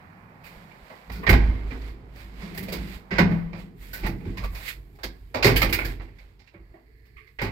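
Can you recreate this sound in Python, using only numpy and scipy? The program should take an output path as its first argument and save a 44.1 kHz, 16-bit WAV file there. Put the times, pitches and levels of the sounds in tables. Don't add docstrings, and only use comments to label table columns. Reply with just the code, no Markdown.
import sys
import numpy as np
from scipy import signal
from scipy.fft import rfft, irfft, next_fast_len
from scipy.io import wavfile
from scipy.ndimage import uniform_filter1d

SR = 44100
rng = np.random.default_rng(int(sys.argv[2]) if len(sys.argv) > 2 else 0)


def unload_audio(sound):
    columns = np.transpose(np.atleast_2d(sound))
    steps = np.round(np.clip(columns, -1, 1) * 32767)
    wavfile.write(sys.argv[1], SR, steps.astype(np.int16))


N = 331191

# t/s, air noise/dB, share of the clacks that echoes/dB
STAIRWELL_LEVELS = [(0, -50.5, -7.5), (1.1, -57, -19.5), (2., -65, -10.5), (3.1, -58.5, -19),
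                    (3.3, -67, -25), (5.3, -73, -27), (7.51, -81.5, -20.5)]


def amp(db):
    return 10 ** (np.asarray(db) / 20)


def unit_level(x):
    return x / np.sqrt(np.mean(x ** 2) + 1e-20)


def at_pitch(points, hz):
    f, value = np.transpose(points)
    return np.interp(np.log(hz + 1), np.log(f + 1), value)


def curves(rows):
    times, *columns = np.transpose(rows)
    return [np.interp(np.arange(N) / SR, times, column) for column in columns]


def swells(peak_s, rise_s, fall_s, db):
    late_s = np.arange(0, N / SR + .002, .001)[:, None] - peak_s
    rise_s, fall_s = np.maximum(rise_s, .002), np.maximum(fall_s, .002)
    drop_db = 20 * np.where(late_s < 0, -late_s / rise_s, late_s / fall_s)
    power = (amp(db - np.minimum(drop_db, 200)) ** 2).sum(1)
    return np.interp(np.arange(N) / SR, np.arange(len(power)) / 1000, power)


def filtered(x, gain):
    size = next_fast_len(N)
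    return irfft(rfft(x, size) * gain(np.fft.rfftfreq(size, 1 / SR)), size)[..., :N]


def band(low_hz, high_hz):
    # f/Hz, level/dB
    housing = [(310, -15.5), (520, -5.5), (618, -8), (673, -8.5), (1060, -6), (1280, -5.5), (1360, -5),
               (2210, -2.5), (2820, -9), (4730, -12), (5950, -23.5), (7380, -21), (9970, -28.5),
               (13500, -17), (16000, -24)]
    edges = lambda f: np.sqrt((1 + (low_hz / (f + 1)) ** 10) * (1 + (f / high_hz) ** 10))
    return lambda f: amp(at_pitch(housing, f)) / edges(f)


def grainy_noise(grain_db):
    # f/Hz, likeness (1 same, 0 unrelated, -1 opposite)
    likeness = [(60, 0.87), (180, 1), (550, 0.57), (1650, -0.53), (4970, 0.061), (15000, -0.037)]
    alike = lambda f: np.clip(at_pitch(likeness, f), -1, 1)
    left, other = rng.standard_normal((2, N))
    right = filtered(left, alike) + filtered(other, lambda f: np.sqrt(1 - alike(f) ** 2))
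    flicker = unit_level(uniform_filter1d(rng.standard_normal(N), size=90))
    return np.array([left, right]) * amp(grain_db * flicker)


def stairwell_air():
    # f/Hz, level/dB
    colour = [(18, -50), (30, -26.5), (58, -14.5), (165, 5.5), (282, -9.5), (351, -27), (420, -27.5),
              (730, -5.5), (2360, -16.5), (3370, -39.5), (6000, -42.5), (7800, -77), (13200, -120)]
    air = filtered(grainy_noise(grain_db=1.4), lambda f: amp(at_pitch(colour, f)))
    return amp(curves(STAIRWELL_LEVELS)[0]) * unit_level(air)


def latch_clacks():
    # t/s, clank/dB, mid/dB, upper/dB, treble/dB, low ring/Hz, low ring/dB, high ring/Hz,
    # rattle t60/s (time to fade by 60 dB), left over right/dB
    clacks = [(0.439, -56, -62, -61, -56, 1120, -61.5, 2400, 0.34, -1.5),
              (0.714, -54, -74, -69.5, -78, 830, -50, 2390, 0.091, -1),
              (0.9014, -54.5, -44.5, -64.5, -66.5, 605, -48, 1920, .17, 1),
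              (1.0997, -44, -41, -53.5, -56.5, 490, -49, 2040, 0.065, -1.5),
              (1.1192, -51, -51, -50, -46, 1424, -49.5, 2380, 0.49, 2.5),
              (1.232, -42, -39, -68, -56, 1080, -36.5, 1700, 0.21, 5.5),
              (1.268, -24, -28.5, -40, -51.5, 1620, -33.5, 1860, 0.17, 0),
              (1.295, -14, -17.5, -26.5, -24, 1540, -19, 2140, 0.063, 3.5),
              (1.3284, -27.5, -23, -36.5, -40.5, 640, -26.5, 1640, .13, -1.5),
              (1.707, -47.5, -52, -63, -73, 490, -50, 2260, .14, -6.5),
              (1.813, -55.5, -67, -60, -68, 1040, -62, 2100, 0.3, -1),
              (2.16, -59.5, -54.5, -61, -56, 543, -66, 2130, 0.19, 1.5),
              (2.42, -53.5, -51, -54.5, -68, 974, -53, 2100, 0.31, 0),
              (2.546, -49, -51.5, -55, -45.5, 637, -47.5, 2070, 0.17, 2),
              (2.576, -40, -49, -46.5, -35, 1070, -50, 1980, 0.12, 0),
              (2.629, -45.5, -47, -48, -39, 560, -44, 2200, 0.07, 1.5),
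              (2.685, -41.5, -54, -45, -46, 564, -36, 2350, 0.1, 3.5),
              (2.7248, -40, -40, -37.5, -34.5, 556, -35, 2240, 0.17, 0),
              (3.1092, -37, -36.5, -46.5, -61.5, 1609, -38, 1930, 0.7, 3),
              (3.116, -33.5, -42, -50, -66, 1500, -37.5, 2045, .1, 3.5),
              (3.1848, -19.5, -18, -29, -37.5, 1514, -17.5, 1880, .13, .5),
              (3.31, -48, -38, -57.5, -62.5, 660, -37, 1820, 0.19, -2),
              (3.531, -51, -43, -57.5, -80, 642, -44.5, 2390, 0.22, -.5),
              (3.933, -45, -47.5, -47, -36, 1520, -41.5, 1690, 0.42, 1),
              (4.0358, -38, -41, -50, -69, 810, -50, 2240, .17, -1),
              (4.0643, -39.5, -36, -44.5, -39.5, 850, -44, 1900, 0.16, -0.5),
              (4.204, -63, -58, -77, -85, 820, -58, 2360, .18, -3),
              (4.252, -55, -49, -65, -67, 510, -54, 2250, 0.16, 0),
              (4.373, -42, -49.5, -43.5, -50, 1059, -40.5, 1720, 0.16, 1),
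              (4.439, -41, -51, -47.5, -46.5, 1146, -35.5, 2230, 0.13, 3.5),
              (4.5495, -48.5, -54.5, -48, -49, 967, -55, 2402, 0.31, 2),
              (4.952, -69, -84, -69, -64, 782, -62, 2163, 0.15, 3.5),
              (5.035, -39.5, -38.5, -33.5, -39, 1650, -32.5, 2125, 0.099, 1.5),
              (5.3449, -36.5, -25.5, -38, -45.5, 585, -30, 2312, 0.19, 0.5),
              (5.428, -21.5, -28, -23.5, -37, 1480, -23.5, 2520, 0.14, 4.5),
              (5.4461, -20, -16.5, -19, -24.5, 490, -24.5, 1980, 0.052, 0),
              (5.464, -22.5, -21, -26, -27, 460.5, -29.5, 2230, 0.21, 2.5),
              (5.5621, -24.5, -34, -30, -22.5, 1650, -30.5, 3010, 0.16, -0.5),
              (5.6189, -21.5, -24, -28, -26, 1270, -23.5, 2310, .14, 1),
              (5.696, -31.5, -37.5, -41, -36, 512, -41, 2980, 0.047, 5),
              (5.728, -22, -35, -28.5, -23, 1412, -36.5, 2200, 0.11, 1),
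              (5.788, -29.5, -33, -48, -38.5, 1463, -32.5, 2283, 0.15, 2),
              (5.849, -41, -43, -41, -36.5, 1680, -36, 2180, 0.15, -0.5),
              (5.999, -53.5, -47, -64, -79, 890, -57.5, 2127, 0.14, -3.5),
              (6.08, -58, -57, -79, -73, 513, -72, 2135, 0.095, 2.5),
              (6.1875, -56.5, -74.5, -61.5, -78, 1595, -67, 2190, .1, -3),
              (6.394, -68, -66, -63, -78, 776, -67, 2260, 0.25, -3.5),
              (6.476, -58.5, -70, -62.5, -81, 1610, -72.5, 2665, .11, -2.5),
              (6.543, -57, -56, -80, -80, 597, -55, 2217, 0.16, -2),
              (6.7416, -66, -59, -98, -83, 650, -49, 1884, 0.23, -1.5),
              (7.056, -66, -74, -71.5, -68, 501, -81.5, 2050, .17, -1),
              (7.1678, -52, -83.5, -84.5, -76, 1162, -52, 2080, 0.28, -4),
              (7.273, -59.5, -72, -70, -72, 1180, -70, 2096, .12, -2.5),
              (7.3896, -33.5, -38, -50, -63.5, 1518, -42.5, 1990, 0.24, 3),
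              (7.417, -36.5, -32, -40, -42.5, 1580, -43, 2210, 0.26, 2)]
    # mid to clank/dB, clank to upper/dB
    gap_db = [-9.5, -10.5]
    rise_s, chatter_s = 0.0052, 0.0039
    snap_db, snap_s = 2.5, 0.0048
    bands = [band(1900, 2500), band(230, 992), band(4600, 6000), band(9000, 25000),
             band(1200, 1900), band(2500, 4600)]
    powers, rings = np.zeros((6, 2, N)), np.zeros((2, N))
    t = np.arange(SR // 2) / SR
    rattle = grainy_noise(grain_db=2.)
    for time_s, clank, mid, upper, treble, low_hz, low_db, high_hz, t60, pan_db in clacks:
        start = round((time_s - .003) * SR)
        age = t[:N - start]
        span = slice(start, start + len(age))
        sides_db = np.array([[pan_db / 2], [-pan_db / 2]])
        attack = (1 - np.exp(-age / rise_s)) * amp(sides_db + snap_db * np.exp(-age / snap_s))
        fading_s = np.maximum(age - chatter_s, 0)
        treble_t60 = 0.083 + 0.43 * t60
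        band_db = clank, mid, upper, treble, (clank + mid) / 2 + gap_db[0], (clank + upper) / 2 + gap_db[1]
        band_t60 = t60, 1.43 * t60, (t60 + treble_t60) / 2, treble_t60, t60, t60
        for power, db, decay_s in zip(powers, band_db, band_t60):
            power[:, span] += (attack * amp(db - 60 * fading_s / decay_s)) ** 2
        for hz, db, width_hz in (low_hz, low_db, 170.), (high_hz, clank - 3.5, 450.):
            radius = np.exp(-np.pi * width_hz / SR)
            resonator = [1, 0, -1, 1, -2 * radius * np.cos(2 * np.pi * hz / SR), radius ** 2]
            ring = signal.sosfilt([resonator] * 2, rattle[:, span])
            rings[:, span] += unit_level(ring) * attack * amp(db - 60 * fading_s / (0.67 * t60))
    return rings + sum(np.sqrt(power) * unit_level(filtered(rattle, gain))
                       for power, gain in zip(powers, bands))


def floor_bounce():
    # peak t/s, level/dB, fall/s
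    jolts = [(.44, -58, 0.5), (.58, -47, -0.1), (.84, -46, -2.5), (1.12, -32.5, 0.2), (1.335, -11, 0.23),
             (1.44, -23.5, 0.16), (1.495, -17, .08), (1.64, -27, 0.24), (1.81, -32.5, .3),
             (1.9, -38, -0.36), (2.09, -45, 0.6), (2.24, -43, 1), (2.39, -42, 0.2), (2.71, -37, -0.2),
             (2.8, -31.5, 0.18), (2.97, -34, -0.3), (3.14, -36, 0.34), (3.2, -28, 0.22), (3.3, -38, 0.4),
             (3.47, -37, -0.1), (3.64, -37.5, -0.2), (3.81, -41, 0.9), (4.04, -25.5, 0.17),
             (4.31, -33, 0.12), (4.44, -27.5, 0.24), (4.75, -40.5, 0.33), (5.06, -36, 0.17),
             (5.23, -39.5, .15), (5.35, -42.5, -0.7), (5.46, -21.5, 0.1), (5.54, -22, 0.28),
             (5.67, -22.5, 0.12), (5.84, -30.5, 0.33), (6.04, -40, -0.15), (6.23, -46, 0.2),
             (6.4, -51.5, -0.1), (6.61, -42.5, 0.14), (6.72, -47, 0), (6.86, -56, 0.3), (6.94, -55.5, 1),
             (7.17, -43, 0.04), (7.43, -31.5, 0.3)]
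    # t/s, f/Hz
    pitch = [(0, 41.3), (.4, 42.17), (.9, 49.1), (1.1, 55.5), (1.35, 55.07), (1.45, 51.96), (2.03, 54.32),
             (2.5, 50.83), (2.72, 55.24), (3., 52.2), (3.35, 56.54), (3.45, 46), (4.2, 44.7), (4.45, 47.25),
             (5.35, 50.6), (6., 45.44), (6.55, 53.1), (6.7, 49), (7.07, 58.15), (7.35, 54.2), (7.51, 47.9)]
    rise_s, rest_db = 0.045, -67.5
    peak_s, db, fall_s = np.transpose(jolts)
    level = np.sqrt(swells(peak_s, rise_s, fall_s, db) + amp(rest_db) ** 2)
    phase = 2 * np.pi * np.cumsum(curves(pitch)[0]) / SR
    deep_bass = lambda f: 1 / ((1 + (25 / (f + 1)) ** 4) * (1 + (f / 70) ** 4))
    rumble = unit_level(filtered(rng.standard_normal(N), deep_bass))
    return level * (np.sqrt(2) * np.sin(phase) + amp(-19.5) * np.sin(2 * phase) + amp(-7.0) * rumble)


def rubs_and_bursts():
    # peak t/s, rise/s, fall/s, scuff/dB, swish/dB, hiss/dB
    strokes_and_bursts = [(.466, 0.03, 0.14, -69, -52.5, -57), (.55, 0.22, 0.74, -57, -58.5, -70.5),
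                          (.9, 0.33, 1, -58, -59.5, -70), (.94, -0.04, -0.5, -42, -67, -75),
                          (1.45, .2, 0.47, -45.5, -56, -69.5), (1.731, 0.14, 0.16, -48, -51.5, -68),
                          (1.888, 0.3, 0.1, -57, -54, -65.5), (2.206, 0.1, 0.16, -57, -51, -62),
                          (2.42, 0.13, .5, -53, -49.5, -64.5), (2.578, 0.01, 0.03, -45, -43.5, -43),
                          (2.736, 0.14, 0.18, -46, -47.5, -65), (2.956, 0.56, .07, -53.5, -47.5, -56.5),
                          (3.35, 0.5, 0.27, -48.5, -66, -68), (3.599, 0.07, 0.1, -64, -51.5, -62.5),
                          (3.826, 0.06, .5, -63, -54, -56), (4.066, 0.0456, 0.03, -37, -39.5, -63),
                          (4.28, 0.1, .5, -60, -56.5, -75), (4.454, 0.08, 0.0248, -38, -47.5, -56),
                          (4.562, .09, 0.21, -49, -55, -50.5), (4.694, 0.1064, 0.06, -55, -35, -41),
                          (4.988, -0.48, 0.2, -50.5, -61, -82), (5.041, -0.0174, 0.0359, -38, -37, -44.5),
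                          (5.92, .5, .07, -52.5, -49, -56.5), (6.02, -0.5, 0.12, -57, -57, -73),
                          (6.198, 0.1, 0.27, -63, -63, -74.5), (6.48, 0.03, -0.3, -66, -63, -74),
                          (6.546, .03, 0, -62, -67, -89), (6.75, 0.8, 0.2, -69, -78, -84),
                          (7.172, -0.66, 0.1, -80, -65, -77)]
    # t/s, scuff/dB, swish/dB, hiss/dB
    rustle = [(0, -62.5, -69.5, -78), (.4, -59.5, -75, -79), (2.1, -60.5, -71, -86), (3.7, -69.5, -76, -83),
              (5.2, -74, -72.5, -72.5), (6.3, -84, -83, -86.5), (7.2, -84, -77, -78),
              (7.51, -86.5, -79, -74.5)]
    noise = grainy_noise(grain_db=1.0)
    bands = [band(300, 1100), band(1500, 9000), band(8600, 15000)]
    peak_s, rise_s, fall_s, *peak_db = np.transpose(strokes_and_bursts)
    sound = 0
    for db, rustle_db, gain in zip(peak_db, curves(rustle), bands):
        level = np.sqrt(swells(peak_s, rise_s, fall_s, db) + amp(rustle_db) ** 2)
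        sound += level * unit_level(filtered(noise, gain))
    return sound


def panel_tones(modes, t):
    return np.array([(-1) ** k * amp(db - 60 * t / t60) * np.sin(2 * np.pi * hz * t)
                     for k, (hz, db, t60) in enumerate(modes)])


def favoured(modes, hz, octaves):
    distance = np.log2(np.transpose(modes)[0] / hz)
    return np.exp(-(distance / octaves) ** 2 / 2)


def panel_thuds():
    # t/s, walls/dB, steel door/dB, whole wooden leaf/dB, its frame/dB,
    # favoured f/Hz in the walls, favoured f/Hz in the frame
    thuds = [(0.902, -52, -68, -53.5, -59.5, 121, 603), (1.092, -39.5, -55, -42.5, -52, 96.6, 473),
             (1.268, -24, -29, -40, -36, 96.9, 384), (1.288, -11.5, -22.5, -24.5, -21, 97.3, 362),
             (1.315, -24.5, -26, -41.5, -21.5, 94.6, 400), (1.334, -22.5, -37.5, -24, -28.5, 96.3, 296),
             (1.468, -27.5, -37, -34, -58, 96.2, 300), (1.708, -38, -47, -36, -45, 128.6, 423),
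             (2.419, -45, -35, -62, -45.5, 135, 384), (2.575, -38.5, -50, -52, -40, 99.6, 400),
             (2.724, -49, -49.5, -36.5, -40, 135, 389.6), (2.8, -43, -36, -44, -47, 96.9, 296),
             (3.11, -34, -27.5, -37, -31, 96.7, 376.4), (3.186, -22, -16.5, -28, -22.5, 95, 321),
             (3.209, -28, -13, -25, -23.5, 134.3, 385), (3.235, -27.5, -26.5, -28, -42, 97.3, 320),
             (3.311, -25.5, -23, -38.5, -31, 136, 303), (3.529, -37, -38, -54, -43.5, 99.6, 350),
             (4.03, -33, -33.5, -35.5, -34.5, 97, 344), (4.08, -25, -30, -41, -33, 137, 323),
             (4.258, -26.5, -37, -39, -34.5, 93, 355), (4.29, -49, -38, -37.5, -39, 110, 312),
             (4.376, -32, -41, -48, -53, 95.6, 301), (5.037, -47, -46.5, -41.5, -38, 102, 360),
             (5.348, -31.5, -43.5, -31.5, -20.5, 96.9, 540), (5.445, -14, -26, -23.5, -12, 113, 389),
             (5.469, -20.5, -43.5, -27, -21, 135.4, 425), (5.51, -23, -44, -22, -32, 117.8, 350),
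             (5.62, -26, -29.5, -31.5, -36.5, 113, 318), (5.728, -26.5, -41, -40.5, -36.5, 102.6, 342),
             (5.838, -33, -61.5, -44, -39, 96.4, 337), (6.541, -47.5, -53, -75, -48, 97.4, 348.6),
             (6.598, -57, -71, -72, -55, 108, 350), (6.738, -63, -63, -72, -48.5, 96.9, 350),
             (7.415, -25, -35, -32.5, -33, 123.7, 365), (7.434, -29.5, -46, -38, -29, 124.6, 380)]
    # f/Hz, level/dB, t60/s
    wall_modes = [(85.4, 1.5, 0.18), (104.1, -7, 0.5), (125.4, -1.5, 0.27)]
    steel_modes = [(159, -21, 1), (168.3, -2, 0.7), (189.2, -2, 0.65), (207.5, -2, 0.37)]
    wood_modes = [(239.6, 2, 0.2), (258.8, -0.5, 0.33), (287.5, 0, .25), (334.1, 3.5, 0.24), (383, 0, 0.2),
                  (413.8, -2, 0.22), (466.2, -3.5, 0.45), (563, -6.5, 0.022), (662, -1.5, 0.049)]
    # t/s, walls/dB, steel/dB, wood/dB
    faint_shiver = [(0, -56.5, -75, -62.5), (.58, -59, -54, -61), (1.05, -87, -63, -66.5),
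                    (1.2, -47, -38.5, -44), (1.6, -49.5, -55, -46.5), (2.2, -53, -59, -59),
                    (2.47, -61, -45, -50.5), (2.72, -44.5, -37.5, -41.5), (3.1, -62.5, -60.5, -60),
                    (3.6, -59, -45, -53.5), (3.85, -54, -57, -57), (4.15, -45, -40, -43.5),
                    (4.5, -52.5, -60.5, -56.5), (5.3, -57.5, -70, -64.5), (5.7, -36, -54, -35.5),
                    (6.05, -44.5, -60, -52), (6.2, -58.5, -65.5, -64), (6.55, -68, -74.5, -71),
                    (6.75, -65, -79, -64), (7.51, -60.5, -71, -75.5)]
    # walls/dB, steel/dB, wood/dB
    after_db = [-13.5, -11, -9.5]
    t = np.arange(SR // 2) / SR
    walls, steel, wood = (panel_tones(modes, t) for modes in (wall_modes, steel_modes, wood_modes))
    attack = 1 - np.exp(-t / .003)
    blows = np.zeros(N + len(t))
    for time_s, wall_db, steel_db, leaf_db, frame_db, wall_hz, frame_hz in thuds:
        ring = amp(wall_db) * favoured(wall_modes, wall_hz, octaves=0.28) @ walls
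        ring += amp(steel_db) * steel.sum(0)
        ring += amp(leaf_db) * favoured(wood_modes, hz=255., octaves=.1) @ wood
        ring += amp(frame_db) * favoured(wood_modes, frame_hz, octaves=0.13) @ wood
        blows[round(time_s * SR):][:len(t)] += ring * attack
    shaking = grainy_noise(grain_db=4.)
    blow_s, *blow_db = np.transpose(thuds)[:4]
    shiver = 0
    for tones, faint_db, db, offset in zip((walls, steel, wood), curves(faint_shiver), blow_db, after_db):
        after_blows = swells(blow_s + .05, rise_s=.04, fall_s=0.12, db=db + offset)
        level = np.sqrt(amp(faint_db) ** 2 + after_blows)
        shiver += level * unit_level(signal.oaconvolve(shaking, tones.sum(0)[None])[:, :N])
    return blows[:N] + shiver


def door_swing():
    # t/s, level/dB
    swing = [(6.6, -70), (6.804, -69), (7.29, -63), (7.38, -80.5)]
    # f/Hz, level/dB
    colour = [(200, -50), (300, -20), (357, -3), (400, -14), (430, 1.5), (520, -30), (1400, -38),
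              (1700, -13), (2200, -14), (2600, -30), (3400, -46), (4400, -22), (5000, -30), (6500, -55)]
    t = np.arange(N) / SR
    moving = (t > swing[0][0]) * (t < swing[-1][0])
    rub = filtered(grainy_noise(grain_db=-2.0), lambda f: amp(at_pitch(colour, f)))
    return moving * amp(curves(swing)[0]) * unit_level(rub)


def echoes(x, decays):
    reflections = np.zeros((2, SR))
    slots = np.arange(100, SR - 20, 20)
    arrivals = slots + rng.integers(0, 20, (2, len(slots)))
    np.put_along_axis(reflections, arrivals, rng.choice([-1., 1.], arrivals.shape), 1)
    hz, t, spectrum = signal.stft(reflections, SR, nperseg=256)
    fade = amp(-60 * t / at_pitch(decays, hz)[:, None])
    tail = signal.istft(spectrum * fade, SR, nperseg=256)[1]
    return signal.fftconvolve(x, tail / np.linalg.norm(tail[0]), axes=1)[:, :N]


def scene():
    # f/Hz, t60/s
    cabin_decay = [(300, .3), (1000, .3), (3000, .25), (8000, .15), (16000, .12)]
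    stairwell_decay = [(300, 0.33), (1000, 0.75), (3000, 0.97), (6000, 0.64), (12000, .15)]
    clacks, thuds = latch_clacks(), panel_thuds()
    cabin = echoes(amp(-8.5) * clacks + amp(-12.5) * thuds, cabin_decay)
    stairwell = echoes(clacks * amp(curves(STAIRWELL_LEVELS)[1]), stairwell_decay)
    hits = clacks + thuds + cabin + stairwell
    return hits + floor_bounce() + rubs_and_bursts() + door_swing() + stairwell_air()


def record(dry):
    # f/Hz, left over right/dB
    shading = [(60, -2.5), (99, -1.5), (160, -1), (270, -1.5), (450, -2.5), (740, -3.0), (1220, -5.5),
               (2010, -13), (3330, -10), (5500, -10.0), (9080, 0.5), (15000, -5)]
    ceiling, top_hz = .99, 15900
    mics = filtered(dry, lambda f: amp(np.array([[.5], [-.5]]) * at_pitch(shading, f)))
    squashed = mics / (1 + (mics / ceiling) ** 4) ** .25
    lowpass = signal.firwin(511, top_hz, window=("kaiser", 9), fs=SR)
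    return signal.oaconvolve(squashed, lowpass[None], "same")


dry = scene()
out = record(dry)
unload_audio(out)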